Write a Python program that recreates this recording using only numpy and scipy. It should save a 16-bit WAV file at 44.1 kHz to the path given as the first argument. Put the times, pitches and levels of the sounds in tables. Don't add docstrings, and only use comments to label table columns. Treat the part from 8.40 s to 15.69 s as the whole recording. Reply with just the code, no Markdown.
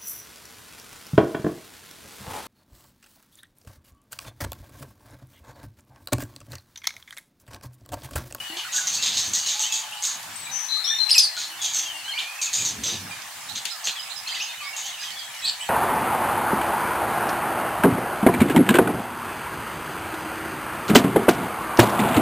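import sys
import numpy as np
from scipy import signal
from scipy.io import wavfile
from scipy.ndimage import uniform_filter1d

SR = 44100
rng = np.random.default_rng(int(sys.argv[2]) if len(sys.argv) > 2 else 0)


def pcm_store(signal):
    levels = np.round(np.clip(np.atleast_2d(signal), -1, 1) * 32767)
    wavfile.write(sys.argv[1], SR, levels.astype(np.int16).T)


def rack_gain(trim_db):
    fader = np.asarray(trim_db, float)
    return 10 ** (fader / 20)


N = 321489

# frequency in Hz, relative density in dB per Hz.
AIR_COLOUR = [(24, -58), (40, -48), (118, -63.5), (402, -28), (455, -17.5), (770, 2.5), (1440, -0.5),
              (1720, 1), (3380, -2), (5310, -4), (7360, -3), (13800, -10.5), (16000, -13)]
AIR_DB = -38
# frequency in Hz, likeness from 0 to 1.
AIR_LIKENESS = [(60, 0.98), (180, 0.4), (550, 0.48), (1650, 0.66), (4970, 0.35), (15000, 0.043)]
# time in seconds, level in dB.
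WIND_LEVEL = [(0.0, -46), (0.08, -58), (0.12, -62), (0.3, -61), (0.36, -54.5), (0.93, -44), (1.12, -66),
              (1.68, -60), (2.01, -47.5), (2.33, -66), (3.44, -60), (4.03, -67), (4.24, -43), (4.58, -39),
              (4.95, -61.5), (5.17, -50), (5.27, -65.5), (7.28, -62.5)]
# frequency in Hz, relative density in dB per Hz.
WIND_COLOUR = [(18, -61), (30, -34), (48, -35), (85, 5.5), (108, -17), (146, -0.5), (600, -17), (780, -44),
               (1320, -120)]
MOAN_HZ, MOAN_WIDTH_HZ, MOAN_REL_DB = 97.2, 4.3, -10.5
HUM_HZ, HUM_DB = 1726, -55

# time in seconds, level in dB.
CHATTER_LEVEL = [(0.0, -41.5), (0.87, -41.5), (2.27, -49.5), (2.56, -42.5), (2.9, -43), (5.16, -50),
                 (6.29, -42), (7.29, -42.5)]
FAR_DIRECT_DB, FAR_ECHO_DB = -6, -3
# frequency in Hz, time to fall 60 dB in seconds.
AVIARY_T60 = [(1000, 0.033), (3000, 0.27), (7000, 0.26), (14000, 0.12)]

# start in seconds, length in seconds, settled level in dB,
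# first pitch in Hz, last pitch in Hz, left over right in dB.
HOOTS = [(0.097, 0.095, -47.5, 309, 362, 0), (3.065, 0.18, -64, 325, 321, 0),
         (3.368, .26, -64, 334, 297, -2)]
WHISTLES = [(0, 0.024, -35.5, 2950, 2840, 5), (0.047, 0.11, -46.5, 2950, 2900, 12),
            (.17, 0.053, -40, 3040, 2845, 7), (0.247, .02, -38, 1350, 1600, -2),
            (.265, 0.029, -39, 1515, 1140, -2), (.34, .13, -40.5, 1495, 1464, -2),
            (0.38, 0.023, -33, 1715, 1490, -2), (1.235, 0.036, -34, 2860, 3300, 0),
            (1.322, 0.021, -31, 3425, 3240, 0), (1.434, 0.0082, -29.5, 3540, 2790, 0),
            (1.52, .025, -35.5, 2650, 3160, 0), (1.954, 0.11, -42, 8230, 7820, 26),
            (2.04, 0.074, -43.5, 3906, 3835, 4), (2.067, 0.038, -41.5, 2410, 2250, 0),
            (2.332, .05, -45, 3380, 3300, 0), (2.368, 0.066, -45.5, 1200, 1435, 0),
            (2.439, 0.028, -31, 3710, 3500, -2), (2.507, 0.034, -36, 1785, 1750, -2),
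            (2.97, 0.036, -38.5, 1450, 1453, 0), (3.45, 0.024, -38, 2790, 2760, 0),
            (3.647, 0.046, -42, 4050, 4190, -1), (3.677, .03, -40, 1550, 1620, 0),
            (3.717, 0.028, -36, 4170, 4400, -1), (3.75, 0.044, -44, 4640, 4720, 0),
            (3.775, 0.028, -29.5, 2680, 4290, 0), (3.884, 0.031, -47, 4610, 4700, 5),
            (3.989, 0.045, -40, 2640, 2280, 1), (4.062, 0.044, -38, 2730, 2200, 0),
            (4.708, .03, -40.5, 2380, 2420, -7), (5.171, 0.014, -35, 4120, 4150, 0),
            (5.314, 0.088, -50, 1416, 1116, -3), (5.76, 0.041, -42, 5130, 4950, -24),
            (5.307, 0.034, -42, 5350, 4720, -22), (5.561, 0.0444, -35.5, 3520, 2860, -1),
            (5.595, 0.044, -41.5, 4960, 5100, -28), (4.566, 0.089, -47.5, 6200, 5000, -20),
            (4.712, .035, -49, 4840, 4750, -22), (4.91, 0.032, -53, 4300, 4250, -20),
            (5.007, 0.086, -54, 5240, 5350, -20), (6.02, .05, -46, 5140, 4800, -20),
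            (6.43, 0.071, -43.5, 3020, 3350, -18), (6.595, .045, -40.5, 4770, 5200, -22),
            (0.582, 0.066, -43, 2600, 2950, 10), (0.988, 0.128, -43.5, 2890, 2950, 12),
            (1.29, 0.044, -39, 2605, 2650, 0), (1.56, .04, -46, 2840, 3050, 0),
            (4.182, 0.042, -37.5, 2600, 2350, 0), (5.861, 0.035, -43, 2530, 2800, 0),
            (5.871, 0.011, -31, 4140, 4350, 0), (5.887, 0.025, -35, 3320, 2930, 0),
            (5.899, 0.057, -39, 4870, 4630, -12), (5.924, 0.014, -33, 2010, 2320, 0),
            (5.939, .025, -33, 2414, 3390, -1), (5.975, 0.015, -37, 4000, 4400, 0),
            (5.964, 0.019, -36, 2035, 2035, -2), (5.999, 0.031, -33, 2425, 3190, 0),
            (6.003, 0.029, -37, 5200, 6360, 0), (6.013, 0.029, -33.5, 6450, 6470, -1),
            (6.061, 0.026, -38.5, 2650, 3220, -2), (6.083, .085, -46, 2600, 2410, -3),
            (6.089, 0.03, -39.5, 3650, 3640, 0), (6.173, .04, -42, 3000, 3000, 0),
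            (6.21, 0.076, -42, 1200, 1135, -2), (6.33, .04, -43, 2790, 2680, -13),
            (6.515, .015, -38, 3950, 3600, 0), (6.567, 0.044, -41, 2600, 2880, 0),
            (6.639, 0.053, -40, 3410, 3080, -24), (6.715, .015, -40, 4810, 4700, -15),
            (6.757, 0.12, -44, 3430, 3240, 0), (6.789, 0.014, -39, 4890, 4650, -20),
            (6.99, 0.023, -46, 5450, 5400, -15), (7.02, .04, -36.5, 3300, 3450, 0),
            (6.529, 0.034, -40, 3090, 2690, -3), (7.02, 0.083, -42, 2600, 2436, -6),
            (7.203, 0.11, -45, 8050, 7430, -24), (7.208, 0.038, -37, 2900, 3400, 0)]
SETTLE_SHARE, GLIDE_START_REL_DB, GLIDE_END_REL_DB = 0.091, 6, -3.5
# time in seconds, pitch in Hz, level in dB.
PHRASES = [(6, [(1.14, 818, -43.5), (1.22, 870, -48), (1.28, 840, -50), (1.36, 880, -49.5),
           (1.45, 871, -50), (1.52, 850, -48), (1.65, 825, -50.5)]), (15, [(2.44, 5300, -28.5),
           (2.48, 5790, -27.5), (2.53, 5740, -36), (2.6, 5650, -39), (2.69, 5860, -54)]),
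           (-1, [(2.47, 3190, -30), (2.5, 3607, -25.5), (2.53, 3620, -27), (2.58, 3640, -42)]),
           (17, [(2.582, 4120, -29), (2.6, 4115, -19), (2.655, 4135, -25), (2.7, 4160, -38),
           (3.1, 4205, -51.5)]), (0, [(3.18, 3680, -49), (3.22, 3370, -37), (3.26, 3325, -34),
           (3.3, 3350, -41)]), (5, [(3.43, 3390, -39), (3.5, 3086, -40), (3.53, 2800, -43),
           (3.58, 2810, -39)]), (0, [(3.6, 2850, -50), (3.67, 3000, -41), (3.7, 3200, -32.5),
           (3.72, 2900, -39), (3.745, 2750, -39)]), (0, [(3.73, 2140, -37.5), (3.77, 2420, -37.5),
           (3.81, 2316, -42), (3.93, 2520, -43.5)]), (-27, [(6.18, 4150, -63), (6.25, 4710, -42),
           (6.28, 5340, -51), (6.31, 4940, -45)]), (3, [(6.2, 2616, -35.5), (6.24, 2166, -43),
           (6.3, 2286, -39), (6.35, 2200, -44)])]
FLUTTER_DB = 2.5

# start in seconds, length in seconds, top level in dB, averaged over the chopping,
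# pitch in Hz, left over right in dB.
TRILLS = [(2.11, .27, -28.5, 6024, 17), (2.285, 0.38, -25.5, 4065, 15)]
TRILL_PER_S = 230
TRILL_RISE_S, TRILL_START_REL_DB, TRILL_FALL_DB_PER_S = 0.041, -11, 79

# time in seconds, peak in dB, left over right in dB.
TICKS = [(1.5494, -33, -7), (1.829, -27, -7), (4.8206, -27.5, -15), (5.096, -26.5, -21),
         (5.2533, -15.5, 23), (6.705, -25.5, -22), (6.9486, -30, -12)]

REPEAT_FIRST_S, REPEAT_LENGTH_S, REPEAT_SPACING_S = 5.085, .04, .203
REPEAT_FROM_HZ, REPEAT_TO_HZ = 3500, 4150
REPEAT_DB, REPEAT_ROUGH, REPEAT_LEFT_DB = -39, .5, -20

# time in seconds, pitch in Hz, level in dB, roughness from 0 to 1.
CHIRPS = [(2, [(2.692, 2770, -25, 0.1), (2.698, 2640, -23, 0), (2.7, 4900, -23, 0), (2.703, 2890, -25, 0.1),
          (2.706, 2970, -31, 0.3), (2.708, 4950, -12, 0.05), (2.711, 2820, -35, 0.2), (2.713, 5140, -12, 0),
          (2.718, 5150, -9.5, 0.07), (2.722, 4260, -28, 0), (2.733, 4990, -8, 0)]),
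          (1.7, [(2.735, 4135, -32, 0.6), (2.745, 2980, -23.5, 0.05), (2.755, 2593, -18.5, 0),
          (2.779, 2473, -22, 0), (2.781, 4690, -10, 0), (2.783, 5150, -7, 0.15), (2.786, 6330, -10, 0.27),
          (2.792, 4910, -14.5, 0.15), (2.795, 3160, -15.5, 0), (2.799, 4990, -14, 0.1),
          (2.806, 5080, -15, 0.06), (2.815, 4750, -24, 0.2)]), (0, [(2.818, 4740, -25, 0.27),
          (2.83, 4880, -23, 0.07), (2.84, 4760, -16.5, 0.03), (2.855, 4410, -23, 0.2),
          (2.87, 4200, -39, 0.2)]), (-0.5, [(7.018, 4130, -39, 0.1), (7.036, 3760, -36, 0.14),
          (7.052, 4150, -23, 0.3), (7.062, 4600, -29, 0.77), (7.085, 4350, -24, 0.82),
          (7.105, 4280, -33, 1)])]
# frequency in Hz, gain in dB.
CHIRP_THROAT = [(2000, -3), (2700, -4), (5000, -1.5), (7500, -5.5), (10000, -15), (13000, -13.5),
                (16000, -67)]

# start in seconds, swell in seconds, level at the onset in dB, level after the swell
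# in dB, lower resonance relative to upper in dB, upper throat resonance in Hz, lower throat resonance in Hz.
RASPS = [(0.164, 0.029, -37, -40, 6, 6430, 3460), (0.316, 0.055, -31, -21.5, -9.5, 6550, 3900),
         (0.464, 0.026, -18.5, -25.5, -7.5, 6380, 4000), (.5, 0.057, -31, -26, -5, 6380, 4138),
         (.618, 0.056, -24, -25.5, 0.5, 6520, 3840), (.72, 0.059, -33, -30, 2, 6440, 4030),
         (.765, 0.033, -23.5, -25.5, -3.5, 6360, 4230), (.82, 0.06, -32, -30.5, -8.5, 6350, 3760),
         (.93, 0.06, -20, -26, -5, 6460, 4420), (1.056, 0.059, -24, -25, -3, 6450, 4110),
         (1.189, 0.048, -23, -24, -8, 6400, 3600), (1.317, 0.044, -21, -25.5, -7.5, 6610, 3720),
         (1.619, 0.052, -23, -23.5, -8.5, 6540, 3960), (2.961, 0.043, -40, -31.5, 2, 6580, 4170),
         (3.211, 0.044, -31, -24.5, -6, 6540, 3720), (3.33, 0.06, -22.5, -25, -9.5, 6360, 3600),
         (3.784, 0.024, -39, -41, 10.5, 6990, 3330), (4.012, 0.039, -22, -26.5, -7.5, 6610, 4060),
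         (4.127, .085, -21, -26.5, -7, 6770, 3750), (4.245, 0.025, -19.5, -23, -10, 6240, 4160),
         (4.43, 0.056, -26, -26.5, -2, 6170, 3730), (5.149, 0.012, -30, -30.5, -1, 6370, 3700),
         (5.25, 0.011, -32, -38.5, 6.5, 6540, 3450), (5.437, 0.019, -28, -25.5, -6.5, 6270, 4550),
         (5.463, 0.011, -28, -31.5, 7, 6700, 3300), (5.872, 0.009, -39, -37.5, 3, 6400, 3560),
         (5.94, 0.055, -39, -43.5, 8.5, 6440, 3620), (6.36, 0.06, -29, -35, -5.5, 6620, 3770),
         (6.451, 0.021, -29, -33.5, -6, 6270, 3540), (6.61, .03, -38, -38.5, 0, 6200, 3720)]
# multiple of the lower resonance, width in Hz, relative level in dB.
LOWER_THROAT = [(1.0, 1610, 40.5), (1.25, 400, 28.5), (.68, 300, -37)]
# centre in Hz, width in Hz, relative level in dB.
HEAD = [(5470, 160, -3.5), (7364, 260, 0), (8310, 240, -4.5), (11800, 500, -19), (13100, 1300, -11.5),
        (4540, 120, -3)]
HEAD_DRIFT = .035
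UPPER_WIDTH_HZ = 930
RASP_START_PER_S, RASP_LATER_PER_S = 190, 380
RASP_LEFT_DB, RASP_RISE_S = -0.5, 0.0061
RASP_CUT_S, RASP_CUT_DROP_DB = 0.018, 4.5
RASP_FALL_S, RASP_FALL_PER_SWELL, RASP_FALL_DROP_DB = 0.027, 1.3, 18
LOWER_FOLLOWS = 0.71

FADE_S = .004
LOW_CUT_HZ, MONO_BELOW_HZ, EDGE_HZ = 112, 460, 15900
KNEE, CEILING = .6, .92


def evened(x):
    return x / np.sqrt(np.mean(x ** 2) + 1e-20)


def read(points, hz):
    f, value = np.transpose(points)
    return np.interp(np.log(hz + 1), np.log(f + 1), value)


def level_over_time(points):
    return np.interp(np.arange(N) / SR, *np.transpose(points))


def curves(rows):
    s, *columns = np.transpose(rows)
    t = np.arange(s[0], s[-1], 1 / SR)
    return s[0], [np.interp(t, s, c) for c in columns]


def wobble(n, size):
    return evened(uniform_filter1d(uniform_filter1d(rng.standard_normal(n), size), size))


def phase(hz):
    return 2 * np.pi * np.cumsum(hz) / SR


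def add(mix, s, sound, left_db, fade_s=FADE_S):
    sound = sound * signal.windows.tukey(len(sound), min(1, 2 * fade_s * SR / len(sound)))
    ratio = rack_gain(left_db)
    pair = np.array([2 * ratio / (1 + ratio) * sound, 2 / (1 + ratio) * sound])
    part = mix[:, round(s * SR):][:, :len(sound)]
    part += pair[:, :part.shape[1]]


def resonate(x, hz, width_hz):
    turn = np.exp(1j * phase(hz * np.ones(len(x))))
    r = np.exp(-np.pi * width_hz / SR)
    return 2 * (turn * signal.lfilter([(1 - r) ** 2], [1, -2 * r, r * r], x / turn)).real


def noise(colour, likeness, patchy_db):
    frames, hz = N // 256 + 5, np.fft.rfftfreq(1024, 1 / SR)
    a, b, c, d, patches = rng.standard_normal((frames, 513, 5)).T
    patches = evened(uniform_filter1d(uniform_filter1d(patches, 12, 0), 10, 1))
    same = np.clip(likeness(hz), -1, 1)[:, None]
    left = a + 1j * b
    right = same * left + np.sqrt(1 - same ** 2) * (c + 1j * d)
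    z = np.array([left, right]) * rack_gain(read(colour, hz)[:, None] + patchy_db * patches)
    return evened(signal.istft(z, nperseg=1024, noverlap=768)[1][:, :N])


def hiss():
    return rack_gain(AIR_DB) * noise(AIR_COLOUR, lambda hz: read(AIR_LIKENESS, hz), patchy_db=1.83)


def wind():
    gusts = noise(WIND_COLOUR, np.ones_like, patchy_db=3)
    moan = evened(resonate(rng.standard_normal(N), MOAN_HZ, MOAN_WIDTH_HZ))
    return rack_gain(level_over_time(WIND_LEVEL)) * (gusts + rack_gain(MOAN_REL_DB) * moan)


def hum():
    level = rack_gain(HUM_DB + 2.6 * wobble(N, size=4000))
    return level * np.sin(2 * np.pi * HUM_HZ * np.arange(N) / SR + 0.21 * wobble(N, size=3000))


def chatter(count=1000):
    mix = np.zeros((2, N))
    for when, pitch, slope, bend, length, size, side in rng.random((count, 7)):
        t = np.linspace(-1, 1, int((0.0135 + 0.0345 * length) * SR))
        octaves = 1.4 * pitch + .35 * (slope - .5) * t + .35 * (bend - .5) * t ** 2
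        note = np.sin(phase(1700 * 2 ** octaves)) * np.cos(np.pi * t / 2)
        add(mix, when * N / SR, rack_gain(9 * size) * note, 16 * (side - .5))
    return evened(mix) * rack_gain(level_over_time(CHATTER_LEVEL))


def aviary(x, same):
    taps = np.zeros((2, SR // 2))
    at = np.arange(150, SR // 2 - 20, 20) + rng.integers(0, 20, (2, (SR // 2 - 151) // 20))
    np.put_along_axis(taps, at, rng.choice([-1., 1.], at.shape), 1)
    taps[1] = same * taps[0] + np.sqrt(1 - same ** 2) * taps[1]
    hz, t, z = signal.stft(taps, SR, nperseg=256)
    decay = rack_gain(-60 * t / read(AVIARY_T60, hz)[:, None])
    tail = signal.istft(z * decay, SR, nperseg=256)[1]
    return signal.oaconvolve(x, tail / np.linalg.norm(tail[0]), axes=1)[:, :N]


def glide(s, length_s, settled_db, from_hz, to_hz):
    return [(s, from_hz, settled_db + GLIDE_START_REL_DB),
            (s + SETTLE_SHARE * length_s, from_hz + SETTLE_SHARE * (to_hz - from_hz), settled_db),
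            (s + length_s, to_hz, settled_db + GLIDE_END_REL_DB)]


def whistle(rows):
    s, (hz, db) = curves(rows)
    n = len(hz)
    turn = phase(hz * (1 + .005 * wobble(n, size=200)))
    db = db + FLUTTER_DB * wobble(n, size=500) + 2.4 * wobble(n, size=150)
    tone = np.sin(turn) + rack_gain(-38) * np.sin(2 * turn)
    return s, np.sqrt(2) * rack_gain(db) * tone


def trill(s, length_s, top_db, hz, left_db):
    t = np.arange(0, length_s, 1 / SR)
    rise_db = TRILL_START_REL_DB * (1 - t / TRILL_RISE_S)
    fall_db = TRILL_FALL_DB_PER_S * (TRILL_RISE_S - t)
    beat = phase(TRILL_PER_S * (1 + 0.178 * wobble(len(t), size=300)))
    turn = phase(hz * (1 + 0.017 * np.sin(beat) + 0.013 * wobble(len(t), size=100)))
    chopped = evened((1 + .6 * np.cos(beat)) * np.sin(turn))
    return s, rack_gain(top_db + np.minimum(rise_db, fall_db)) * chopped, left_db


def tick(peak_db):
    t = np.arange(1200) / SR
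    snap = np.diff(resonate(rng.standard_normal(len(t)), 3800, 4400) * rack_gain(-60 * t / 0.027))
    return rack_gain(peak_db) * snap / abs(snap).max()


def repeated(count=5):
    bend = ((0, REPEAT_FROM_HZ), (.5, REPEAT_TO_HZ), (1, REPEAT_TO_HZ))
    starts = REPEAT_FIRST_S + REPEAT_SPACING_S * np.arange(count)
    return [[(s + u * REPEAT_LENGTH_S, hz, REPEAT_DB, REPEAT_ROUGH) for u, hz in bend] for s in starts]


def chirp(rows):
    s, (hz, db, rough) = curves(rows)
    n = len(hz)
    turn = phase(hz * (1 + 0.067 * rough * wobble(n, size=30)))
    gains = [rack_gain(read(CHIRP_THROAT, k * hz) - 1.0 * k) * (k * hz < SR / 2) for k in range(1, 6)]
    tone = sum(g * np.sin(k * turn) * (1 - rough) ** (k - 1) for k, g in enumerate(gains, 1))
    tone = tone / np.sqrt(sum(g ** 2 for g in gains))
    air = rng.standard_normal(n)
    breath = evened(resonate(air, 0.88 * hz, 1000)) + rack_gain(-5.5) * evened(resonate(air, 1.75 * hz, 1000))
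    voice = tone + (.1 + .35 * rough) * breath
    return s, np.sqrt(2) * rack_gain(db + 4 * rough * wobble(n, size=60)) * voice


def rasp_bursts(n):
    settling = np.exp(-np.arange(n) / (.04 * SR))
    rate = RASP_LATER_PER_S + (RASP_START_PER_S - RASP_LATER_PER_S) * settling
    turns = np.cumsum(rate * np.exp(0.33 * wobble(n, size=120))) / SR + 1
    pulses = np.diff(np.floor(turns), prepend=0) * rack_gain(1.5 * rng.standard_normal(n))
    return signal.oaconvolve(pulses, np.hanning(round(.0028 * SR)))[:n] + .16


def rasp(s, swell_s, onset_db, top_db, lower_rel_db, upper_hz, lower_hz):
    t = np.arange(0, swell_s + RASP_FALL_S + RASP_FALL_PER_SWELL * swell_s, 1 / SR)
    n = len(t)
    below_db = np.interp(t, [0, swell_s, swell_s + RASP_CUT_S, t[-1]],
                         [top_db - onset_db, 0, RASP_CUT_DROP_DB, RASP_FALL_DROP_DB])
    effort = np.minimum(t / RASP_RISE_S, 1) * rack_gain(top_db - below_db)
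    bursts = rasp_bursts(n)
    breath = bursts * rng.standard_normal(n)
    high = bursts * np.sin(phase(upper_hz * (1 + 0.0404 * wobble(n, size=50))))
    low = bursts * np.sin(phase(lower_hz * (1 + 0.18 * wobble(n, size=350))))

    upper = 2.9 * evened(high) + evened(resonate(breath, upper_hz, UPPER_WIDTH_HZ))
    for hz, width_hz, db in HEAD:
        drifting_hz = hz * (1 + HEAD_DRIFT * wobble(n, size=900))
        upper = upper + rack_gain(db) * evened(resonate(breath, drifting_hz, width_hz))
    lower = 1.2 * evened(low)
    for multiple, width_hz, db in LOWER_THROAT:
        lower = lower + rack_gain(db) * evened(resonate(breath, multiple * lower_hz, width_hz))
    lower_gain = rack_gain(lower_rel_db + (1 - LOWER_FOLLOWS) * below_db)
    return s, effort * (evened(upper) + lower_gain * evened(lower))


def scene():
    scolding, close, ahead, aside = np.zeros((4, 2, N))
    far = chatter()
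    glides = [(row[-1], glide(*row[:-1])) for row in WHISTLES + HOOTS]
    for left_db, rows in PHRASES + glides:
        add(aside if abs(left_db) > 10 else ahead, *whistle(rows), left_db)
    for row in TRILLS:
        add(aside, *trill(*row))
    for rows in repeated():
        add(aside, *chirp(rows), REPEAT_LEFT_DB)
    for s, peak_db, left_db in TICKS:
        add(close, s, tick(peak_db), left_db, fade_s=0)
    for left_db, rows in CHIRPS:
        add(close, *chirp(rows), left_db, fade_s=0.00083)
    for row in RASPS:
        add(scolding, *rasp(*row), RASP_LEFT_DB)

    sends = rack_gain(-6.5) * close + rack_gain(-3.5) * ahead + rack_gain(-3.5) * aside + rack_gain(FAR_ECHO_DB) * far
    echoes = aviary(sends, same=.5) + aviary(rack_gain(-8.5) * scolding, same=.9)
    birds = scolding + close + ahead + aside + rack_gain(FAR_DIRECT_DB) * far
    return birds + echoes + hiss() + wind() + hum()


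def roll_off(x):
    return signal.sosfilt(signal.butter(12, 17040, fs=SR, output="sos"), x)


def record(dry):
    mid, side = (dry[0] + dry[1]) / 2, (dry[0] - dry[1]) / 2
    mid = signal.sosfilt(signal.butter(3, LOW_CUT_HZ, "high", fs=SR, output="sos"), mid)
    side = signal.sosfiltfilt(signal.butter(4, MONO_BELOW_HZ, "high", fs=SR, output="sos"), side)
    pair = np.array([mid + side, mid - side])
    over, room = np.maximum(abs(pair) - KNEE, 0), CEILING - KNEE
    pair = pair - np.sign(pair) * (over - room * np.tanh(over / room))
    edge = signal.firwin(511, EDGE_HZ, window=("kaiser", 9), fs=SR)
    pair = signal.oaconvolve(pair, edge[None], "same", axes=1)
    return roll_off(pair)


dry = scene()
out = record(dry)
pcm_store(out)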